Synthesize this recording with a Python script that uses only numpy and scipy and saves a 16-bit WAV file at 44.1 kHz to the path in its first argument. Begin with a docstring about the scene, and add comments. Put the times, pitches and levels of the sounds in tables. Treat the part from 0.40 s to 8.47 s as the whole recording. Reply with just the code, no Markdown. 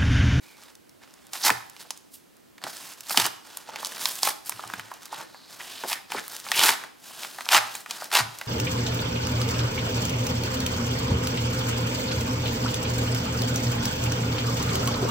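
"""Parcel ripped open by hand

Hands pick at a brown paper parcel on a cloth-covered surface and rip it open in short pulls, heard from close by.
Tears, rubs and pinches are showers of tiny fractures, each ringing a scrap of paper; scrapes are noise in one band.
Snapping creases and ticks of tape and a plastic pouch are noise bursts through resonances; bumps are low
decaying tones and thuds. Dense echoes of a small room answer, over steady noise."""
import sys
import numpy as np
from scipy import signal
from scipy.io import wavfile
from scipy.ndimage import map_coordinates

SR = 44100
rng = np.random.default_rng(int(sys.argv[2]) if len(sys.argv) > 2 else 0)


def file_out(sig):
    """Save sig as 16-bit WAV at sys.argv[1]."""
    # one column per channel
    cols = np.atleast_2d(sig).T
    # limit, then scale
    lim = np.clip(cols, -1, 1)
    pcm = np.round(lim * 32767).astype(np.int16)
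    wavfile.write(sys.argv[1], SR, pcm)


N = 355887
TIME = np.arange(N) / SR


def amp(db):
    """Decibels to gain."""
    return 10 ** (np.asarray(db) / 20)


def unit(x):
    """Scales to rms 1."""
    return x / np.sqrt(np.mean(x ** 2) + 1e-20)


def read(points, hz):
    """Reads a curve on a log-frequency axis."""
    f, value = np.transpose(points)
    return np.interp(np.log(hz + 1), np.log(f + 1), value)


def add(mix, s, sound):
    """Mixes a sound in at time s."""
    part = mix[max(round(s * SR), 0):][:len(sound)]
    part += sound[:len(part)]


def colour(x, points, size=2048):
    """Causal minimum-phase filter with the given spectrum."""
    bins_hz = abs(np.fft.fftfreq(size, 1 / SR))
    log_gain = np.log(amp(np.maximum(read(points, bins_hz), -100)))
    taps = np.fft.ifft(np.exp(np.conj(signal.hilbert(log_gain)))).real
    return signal.oaconvolve(x, taps)[:len(x)]


def lowpass(x, hz):
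    """Keeps what lies under hz."""
    return signal.sosfilt(signal.butter(2, min(hz, SR / 2 - 10), fs=SR, output="sos"), x)


def ring(x, hz, width_hz):
    """One resonance of gain 1."""
    hz = min(hz, 0.45 * SR)
    return signal.lfilter(*signal.iirpeak(hz, hz / min(width_hz, SR / 4), SR), x)


def moving_ring(x, hz, width_hz):
    """A resonance of gain 1 that follows the pitch curve hz."""
    turn = np.exp(2j * np.pi * np.cumsum(hz) / SR)
    r = np.exp(-np.pi * width_hz / SR)
    # shift the band down to 0 Hz, smooth, shift back
    return 2 * (turn * signal.lfilter([1 - r], [1, -r], x / turn)).real


def wander(knots_per_s):
    """Smooth random curve of rms 1 through knots_per_s random values a second."""
    knots = rng.standard_normal(N // 16)
    return unit(map_coordinates(knots, [TIME * knots_per_s], order=2, mode="wrap"))


def crackle(per_s, spread_db, clump_db, clump_rate, sharpness, steady_s, top_hz=15000, count=18):
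    """Clumps of tiny fractures; each briefly rings a scrap of paper of its own pitch."""
    clumps = amp(clump_db * wander(clump_rate))
    sizes = amp(spread_db * np.minimum(rng.exponential(1, N), 3.5)) * rng.choice([-1, 1], N)
    clicks = sizes * clumps * (rng.random(N) < per_s / SR)
    scrap = rng.integers(0, count, N)
    out = 0.36 * lowpass(clicks, top_hz)
    for k, hz in enumerate(np.geomspace(700, top_hz, count)):
        out += ring(ring(clicks * (scrap == k), hz, hz / sharpness), hz, 2 * hz)
    # even out the power over steady_s: the hand, not the fracture sizes, sets the level
    power = signal.oaconvolve(out ** 2, signal.windows.hann(int(steady_s * SR)), "same")
    return unit(out / np.sqrt(abs(power) + 1e-3 * power.mean()))


def effort(moves, attack_s, attack_share, release_s, swell_db_per_s, dulling_db_per_s, size=2000):
    """Level and brightness curves/dB of hand movements, each an attack, a hold and a release."""
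    t = np.linspace(0, N / SR, size)
    mids = treble = 1e-10
    for start, length, level_db, bright_db in moves:
        before = np.maximum(start - t, 0) / (attack_s + attack_share * length)
        after = np.maximum(t - start - length, 0) / release_s
        from_middle = np.clip(t - start, 0, length) - length / 2
        power = (amp(level_db + swell_db_per_s * from_middle) * np.exp(-before - after)) ** 2
        ratio = amp(bright_db - dulling_db_per_s * from_middle) ** 2
        mids = mids + power / (1 + ratio)
        treble = treble + power * ratio / (1 + ratio)
    return [np.interp(TIME, t, 10 * np.log10(p)) for p in (mids + treble, treble / mids)]


# hollow under the lifted paper: f/Hz, width/Hz, level/dB
HOLLOW_MODE = (3580, 690, -6.5)


def wrapping(x, move_rate, squeeze=0.17):
    """The hollow of the parcel rings; its pitch wanders as under squeezing."""
    hz, width_hz, db = HOLLOW_MODE
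    return x + amp(db) * moving_ring(x, hz * np.exp(squeeze * wander(move_rate)), width_hz)


def play(x, level_db, bright_db, fizz_slope=0.99, even_db=5):
    """Sets level and balance of treble over mids; the brighter, the more fizz on top."""
    mids, below_fizz = (signal.sosfiltfilt(signal.butter(2, hz, fs=SR, output="sos"), x)
                        for hz in (2500, 8000))
    fizz = amp(fizz_slope * np.clip(bright_db - even_db, -10, 10))
    treble = below_fizz - mids + fizz * (x - below_fizz)
    treble = treble / np.std(x - mids) / np.sqrt(0.43 + 0.1 * fizz ** 2)
    bright = amp(bright_db)
    return amp(level_db) * (unit(mids) + bright * treble) / np.sqrt(1 + bright ** 2)


# background spectrum: f/Hz, relative level/dB per Hz
QUIET_SPECTRUM = [(15, -40), (25, -24), (59, -10.5), (250, -2), (488, -7.5), (856, -10), (15000, -21)]


def hush(level_db=-60):
    """Steady room noise and microphone hiss: coloured Gaussian noise."""
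    return amp(level_db) * unit(colour(rng.standard_normal(N), QUIET_SPECTRUM))


# taut paper singing in one narrow band, mostly a blade or skin dragging over it; the 5.5 s row is a band
# lingering just after a rip: start t/s, length/s, level/dB, mid-drag f/Hz, width/Hz
SINGING_BANDS = [(.0, 0.21, -59, 2320, 280), (1.027, 0.071, -26.5, 5370, 2510), (4.88, 0.28, -56.5, 4160, 1200),
                 (5.198, 0.022, -33.5, 1600, 1470), (5.232, 0.27, -45.5, 3080, 1900),
                 (5.5, 0.095, -40.5, 1810, 990), (5.766, 0.028, -30, 1590, 1510), (6.131, 0.11, -25.5, 3080, 1810)]


def scrapes(waver=0.022, waver_rate=14, tighten=9, rough_db=3, slip_rate=260):
    """Taut paper sings in one band under rough drags; the harder the drag, the more its pitch climbs."""
    out = np.zeros(N)
    slips = rng.standard_normal(N) * amp(rough_db * wander(slip_rate))
    pressure = waver * wander(waver_rate)
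    for start, length, level_db, hz, width_hz in SINGING_BANDS:
        along = np.clip((TIME - start) / length, 0, 1)
        pitch = hz * np.exp(pressure + tighten * amp(level_db) * (along - 0.5))
        band = moving_ring(moving_ring(slips, pitch, width_hz), pitch, width_hz)
        out += amp(level_db) * np.sqrt(abs(np.sin(np.pi * along))) * unit(band)
    return out


# skin sliding flat: start t/s, length/s, level/dB before gain_db, treble over mids/dB
SLIDE_STROKES = [(.03, 0.097, -55, 2.5), (1.738, 0.014, -49, 24), (2.28, 0.24, -44, 4.5),
                 (2.53, 0.12, -53, 3.5), (3.06, 0.16, -48.5, 1), (4.44, 0.13, -50.5, -1),
                 (4.87, 0.32, -57, 0), (5.208, 0.36, -43.5, 2.5), (6.41, 0.048, -45, -7),
                 (6.66, 0.69, -45.5, 4), (6.795, 0.061, -40, 2.5), (7.5, 0.16, -41, 2),
                 (7.92, 0.23, -47.5, 1.5)]
# fingers crumpling: start t/s, length/s, level/dB before gain_db, treble over mids/dB
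PINCH_STROKES = [(.18, 0.12, -53, 0.5), (.625, 0.021, -53.5, -3), (.68, 0.22, -59.5, -1),
                 (.975, 0.15, -40.5, 6), (1.26, 0.32, -58, 2), (1.402, 0.0083, -42, 4),
                 (2.242, 0.023, -40, -5), (2.69, 0.18, -38, 5.5), (3.28, 0.11, -43.5, -5),
                 (3.4, 0.26, -41, 3), (3.61, 0.095, -34.5, 7.5), (3.71, 0.091, -40, 8),
                 (4.068, 0.018, -39.5, 8.5), (4.12, 0.28, -45, -0.5), (4.62, 0.043, -47, 2.5),
                 (4.725, 0.096, -39.5, -2.5), (5.105, 0.041, -49, 4), (5.715, 0.085, -37.5, 0),
                 (5.84, 0.17, -46.5, 5), (5.92, 0.031, -39.5, 3.5), (6.05, 0.089, -40, 2.5),
                 (7.35, 0.06, -46.5, 7)]
# stroke shape: eases in and out, swells and dulls slightly; units in the keys
STROKE_SHAPE = dict(attack_s=0.011, attack_share=0.042, release_s=0.021, swell_db_per_s=0.5, dulling_db_per_s=2)
# rubbed paper: f/Hz, relative level/dB per Hz
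RUB_SPECTRUM = [(71, -33), (120, -12.5), (380, -8), (1050, -7), (1790, -7.5), (2070, -11.5), (4300, -10),
                (7000, -11), (16000, -14)]


def handling(slide_crinkle_db=-9, pinch_crinkle_db=0, gain_db=-2):
    """Sliding skin gives a fine hiss with little crinkle; a pinch breaks many small creases."""
    hiss = crackle(per_s=9000, spread_db=-0.5, clump_db=2.0, clump_rate=140, sharpness=2.8, steady_s=0.1)
    crinkle = crackle(per_s=520, spread_db=2.5, clump_db=3.5, clump_rate=67, sharpness=4.8, steady_s=0.13)
    out = np.zeros(N)
    for strokes, crinkle_db in ((SLIDE_STROKES, slide_crinkle_db), (PINCH_STROKES, pinch_crinkle_db)):
        level_db, bright_db = effort(strokes, **STROKE_SHAPE)
        sheet = wrapping(colour(hiss + amp(crinkle_db) * crinkle, RUB_SPECTRUM), move_rate=9.5)
        out += play(sheet, level_db + gain_db, bright_db)
    return out


# dry ticks of tape and plastic pouch: t/s, level/dB over 2 ms
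FILM_TICKS = [(0.169, -56), (.236, -45), (.353, -43), (.494, -48), (.739, -45), (0.868, -45),
              (1.298, -39.5), (1.575, -40.5), (1.968, -52.5), (2.368, -35.5), (2.536, -41), (2.607, -32),
              (3.47, -28), (3.562, -35), (3.755, -29.5), (4.276, -37), (4.539, -39), (4.656, -35),
              (5.965, -29.5), (6.0, -34), (7.056, -31.5), (7.353, -27), (7.643, -32), (7.987, -32)]


def ticks(hz=6200, scatter=0.16, decay_s=0.0017, size=400):
    """A stiff film flicks over: one very short, bright click of slightly random pitch."""
    t, out = np.arange(size) / SR, np.zeros(N)
    for (s, db), chance in zip(FILM_TICKS, rng.standard_normal((len(FILM_TICKS), size))):
        pitch = hz * np.exp(scatter * np.clip(chance[-1], -2, 2))
        tick = ring(chance * np.exp(-t / decay_s), pitch, pitch)
        add(out, s, amp(db) * unit(tick) * np.sqrt(0.002 * SR / size))
    return out


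# creases buckling, edges letting go: t/s, level/dB over 2 ms before gain_db, f/Hz
CREASES = [(0.284, -43, 1920), (0.635, -42.5, 1700), (0.676, -46, 1400), (0.934, -22, 5030),
           (0.954, -27, 1880), (1.094, -9, 1110), (1.103, -7, 1800), (1.365, -36, 2700), (1.401, -54, 2740),
           (1.506, -19.5, 5150), (2.181, -37.5, 1830), (2.217, -38, 1890), (2.239, -21.5, 3200),
           (2.266, -23, 890), (2.696, -21.5, 5370), (2.707, -20, 1290), (2.745, -20.5, 1060),
           (2.774, -3, 2740), (2.799, -12, 3670), (2.864, -16, 9000), (3.172, -22.5, 9900),
           (3.289, -27, 970), (3.359, -22.5, 2000), (3.387, -34, 2080), (3.429, -24, 1060),
           (3.448, -18.5, 5370), (3.458, -24, 5650), (3.569, -31, 1800), (3.609, -30, 4900),
           (3.656, -10, 4070), (3.676, -33, 4400), (3.832, -9, 4440), (3.873, -12, 1120),
           (4.095, -15.5, 9900), (4.122, -27, 1700), (4.194, -25, 940), (4.238, -25, 950), (4.3, -26, 1400),
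           (4.337, -19, 1630), (4.396, -23.5, 1660), (4.515, -24.5, 920), (4.727, -22.5, 1020),
           (4.807, -29, 1040), (4.945, -33.5, 1030), (5.437, -20, 1140), (5.447, -24, 664),
           (5.518, -18.5, 1940), (5.53, -16, 2700), (5.72, -18, 1770), (5.747, -21, 895),
           (5.88, -26, 12000), (6.066, -27, 1260), (6.087, -26, 2830), (6.117, -9.5, 2250),
           (6.193, -9, 2800), (6.214, -14, 1600), (6.236, -7, 2800), (6.259, -14, 3000), (6.29, -6.5, 1760),
           (6.438, -26.5, 1640), (6.708, -38, 855), (6.833, -24.5, 2880), (6.848, -25, 1940),
           (6.985, -24, 1160), (7.008, -23.5, 1790), (7.064, -27, 1100), (7.089, -12, 2150),
           (7.147, -5.5, 1980), (7.179, -9.5, 1810), (7.351, -27, 1870), (7.461, -27, 1524),
           (7.509, -18, 3370), (7.621, -22.5, 890), (7.716, -22.5, 1880), (7.738, -17, 2800),
           (7.752, -7.5, 3900), (7.76, -13.5, 2530), (7.77, -9, 3060), (8.013, -21.5, 1700)]


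def snaps(gain_db=-3.4, splinters=0.34, sharpness=1.33, crack=0.51, crack_s=0.0012,
          flap=0.37, cycles=17, stiff_hz=2200, size=2400):
    """A crease flips: a sharp crack and weaker splintering ring the panel beside it and the hollow behind."""
    t, out = np.arange(size) / SR, np.zeros(N)
    for (s, db, hz), chance in zip(CREASES, rng.standard_normal((len(CREASES), size))):
        stiff = hz ** 2 / (hz ** 2 + stiff_hz ** 2)  # small, stiff panels crack at once; slack ones flop slowly
        t60 = 0.04 + cycles / hz
        splintering = splinters * (1.4 - stiff) * np.exp(-np.log(1000) * t / t60)
        push = chance * (np.exp(-t / crack_s) + splintering) + 2 * (t == 0)
        panel = unit(ring(ring(push, hz, hz / sharpness), hz, 6 * stiff * hz))
        hollow = unit(ring(ring(push, 843, 450), 1320, 880))
        edge = unit(push) + unit(ring(push, 3650, 6700))
        snap = panel + flap * hollow + crack * stiff ** 0.56 * edge
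        add(out, s, amp(db + gain_db) * unit(snap) * np.sqrt(0.002 * SR / size))
    return signal.sosfilt(signal.butter(2, 300, "high", fs=SR, output="sos"), out)


# tearing pulls: start t/s, length/s, level/dB before gain_db, treble over mids/dB, low body of the flap/dB
TEAR_PULLS = [(0.936, 0.028, -37.5, 3, -1.5), (1.052, 0.029, -19.5, 2, -1), (2.711, 0.021, -32, 6.5, 10),
              (2.774, 0.046, -25, 1.5, -8), (2.846, 0.016, -25, -0.5, 8), (3.838, 0.063, -27, 4.5, 6.5),
              (5.485, 0.05, -32.5, 4.5, -4), (6.166, 0.17, -27.5, 1.5, 8), (6.233, 0.066, -20.5, 2.5, -5),
              (7.123, 0.053, -16, -2.5, -5.5), (7.738, 0.063, -20.5, -2, -2)]
# pull shape: builds up, dulls fast as the flap grows, stops as the paper gives way; units in the keys
PULL_SHAPE = dict(attack_s=0.0059, attack_share=0.081, release_s=0.011, swell_db_per_s=-1, dulling_db_per_s=47)
# tearing paper: f/Hz, relative level/dB per Hz
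TEAR_SPECTRUM = [(88, -59), (150, -21), (422, -13.5), (504, -23), (649, -10), (871, -7.5), (1450, -10),
                 (3040, -12), (4600, -9.5), (6140, -10.5), (14000, -9), (16000, -15)]


def rips(gain_db=-1, body_hz=480):
    """The tear breaks thousands of fibres a second in clumps; small flaps give less body."""
    pulls = np.array(TEAR_PULLS)
    level_db, bright_db = effort(pulls[:, :4], **PULL_SHAPE)
    body = amp(np.interp(TIME, pulls[:, 0] + pulls[:, 1] / 2, pulls[:, 4]))
    fibres = crackle(per_s=4000, spread_db=1.0, clump_db=3.0, clump_rate=180, sharpness=1.1, steady_s=0.027)
    sheet = wrapping(colour(fibres, TEAR_SPECTRUM), move_rate=16)
    lows = signal.sosfiltfilt(signal.butter(3, body_hz, fs=SR, output="sos"), sheet)
    return play(sheet + (body - 1) * lows, level_db + gain_db, bright_db)


# parcel bumping as hands shift or paper gives way: t/s, level/dB (before envelope), f/Hz, t60/s
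PARCEL_BUMPS = [(1.103, -31.5, 310, 0.12), (1.11, -39.5, 117, 0.36), (1.449, -46.5, 580, 0.084),
                (2.24, -38.5, 250, 0.11), (2.774, -27, 288, 0.11), (2.788, -36.5, 119, 0.34),
                (4.138, -48, 115, 0.28), (4.251, -48, 114, 0.39), (4.334, -35, 190, 0.06),
                (4.37, -42, 109.5, 0.32), (5.437, -31.5, 390, 0.12), (5.749, -28, 330, 0.056),
                (6.18, -45, 99, 0.28), (6.291, -35, 248, 0.11), (7.171, -45, 113, 0.43),
                (7.798, -28.5, 115, 0.34)]


def bumps(swell_cycles=0.38, scuff=1.0, size=30000):
    """Soft low blows: short ones are noisy thuds, long ones boom as a standing wave of the room."""
    t, out = np.arange(size) / SR, np.zeros(N)
    for (s, db, hz, t60), chance in zip(PARCEL_BUMPS, rng.standard_normal((len(PARCEL_BUMPS), size))):
        thud = unit(ring(ring(chance, hz, hz), hz, hz))
        tone = min(t60 / 0.4, 1) ** 2
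        body = tone * np.sin(2 * np.pi * hz * t) + scuff * (1.12 - tone) * thud
        envelope = (1 - np.exp(-t * hz / swell_cycles)) * np.exp(-np.log(1000) * t / t60)
        add(out, s, amp(db) * body * envelope)
    return signal.sosfilt(signal.butter(4, 85, "high", fs=SR, output="sos"), out)


# steady resonances of all paper sounds: f/Hz, width/Hz, level/dB
PAPER_MODES = [(868, 69, -10), (5040, 290, -8.5)]


def resonant(x):
    """Adds the steady resonances; paper radiates no deep bass."""
    x = x + sum(amp(db) * ring(x, hz, width_hz) for hz, width_hz, db in PAPER_MODES)
    return signal.sosfilt(signal.butter(2, 80, "high", fs=SR, output="sos"), x)


# room decay: f/Hz, t60/s
DECAY = [(1200, 0.5), (4000, 0.49), (16000, 0.39)]


def tail(first_s=0.0016, size=30000):
    """Dense reflections of a small room, the treble dying first."""
    taps = rng.standard_normal(size) * (rng.random(size) < 5000 / SR) * (np.arange(size) > first_s * SR)
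    hz, t, z = signal.stft(taps, SR, nperseg=256)
    t60 = read(DECAY, hz)[:, None]
    echoes = signal.istft(z * np.exp(-np.log(1000) * t / t60) / np.sqrt(t60), SR)[1]
    return echoes / np.linalg.norm(echoes)


# room spectrum: f/Hz, level/dB against the sound sent in
ROOM_SPECTRUM = [(120, -9), (1200, -10), (16000, -13.5)]


def room(x, turn_rate=1.309, count=3):
    """Crossfades steadily among random tails, so the pattern of reflections keeps shifting."""
    sent = colour(x, ROOM_SPECTRUM) * np.sqrt(2 / count)
    out = 0
    for k in range(count):
        turn = np.cos(np.pi * (turn_rate * TIME + k / count))
        out = out + signal.oaconvolve(sent * turn, tail())[:N]
    return out


# diffuse sound's difference between the two microphones: f/Hz, gain/dB
SIDE_SPECTRUM = [(30, -5), (70, -1), (200, 4.5), (330, 10), (600, 3.5), (3000, -6), (14000, -8)]


def scene(snap_send=0.82, lead_samples=0.22):
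    """Paper drifts from slightly right to nearly the centre; the room spreads around it."""
    paper = resonant(rips() + handling() + scrapes())
    clicks = resonant(snaps() + ticks())
    sent = paper + snap_send * clicks  # snaps on the near side of the parcel sound drier
    mid = paper + clicks + room(sent) + bumps() + hush()
    lead = lead_samples * np.gradient(paper + clicks)  # direct sound reaches the left microphone first
    side = colour(room(sent) + hush(), SIDE_SPECTRUM) + lead
    balance_db = np.interp(TIME, [1.5, 6.5], [-2.0, -0.3])  # left over right
    return np.array([(mid + side) * amp(balance_db / 2), (mid - side) * amp(-balance_db / 2)])


def record(dry, limit=0.9, edge_hz=16000):
    """Clips peaks at the limit, then cuts the band above edge_hz."""
    taps = signal.firwin(511, edge_hz, window=("kaiser", 9), fs=SR)
    return signal.oaconvolve(np.clip(dry, -limit, limit), taps[None], "same")


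dry = scene()
out = record(dry)
file_out(out)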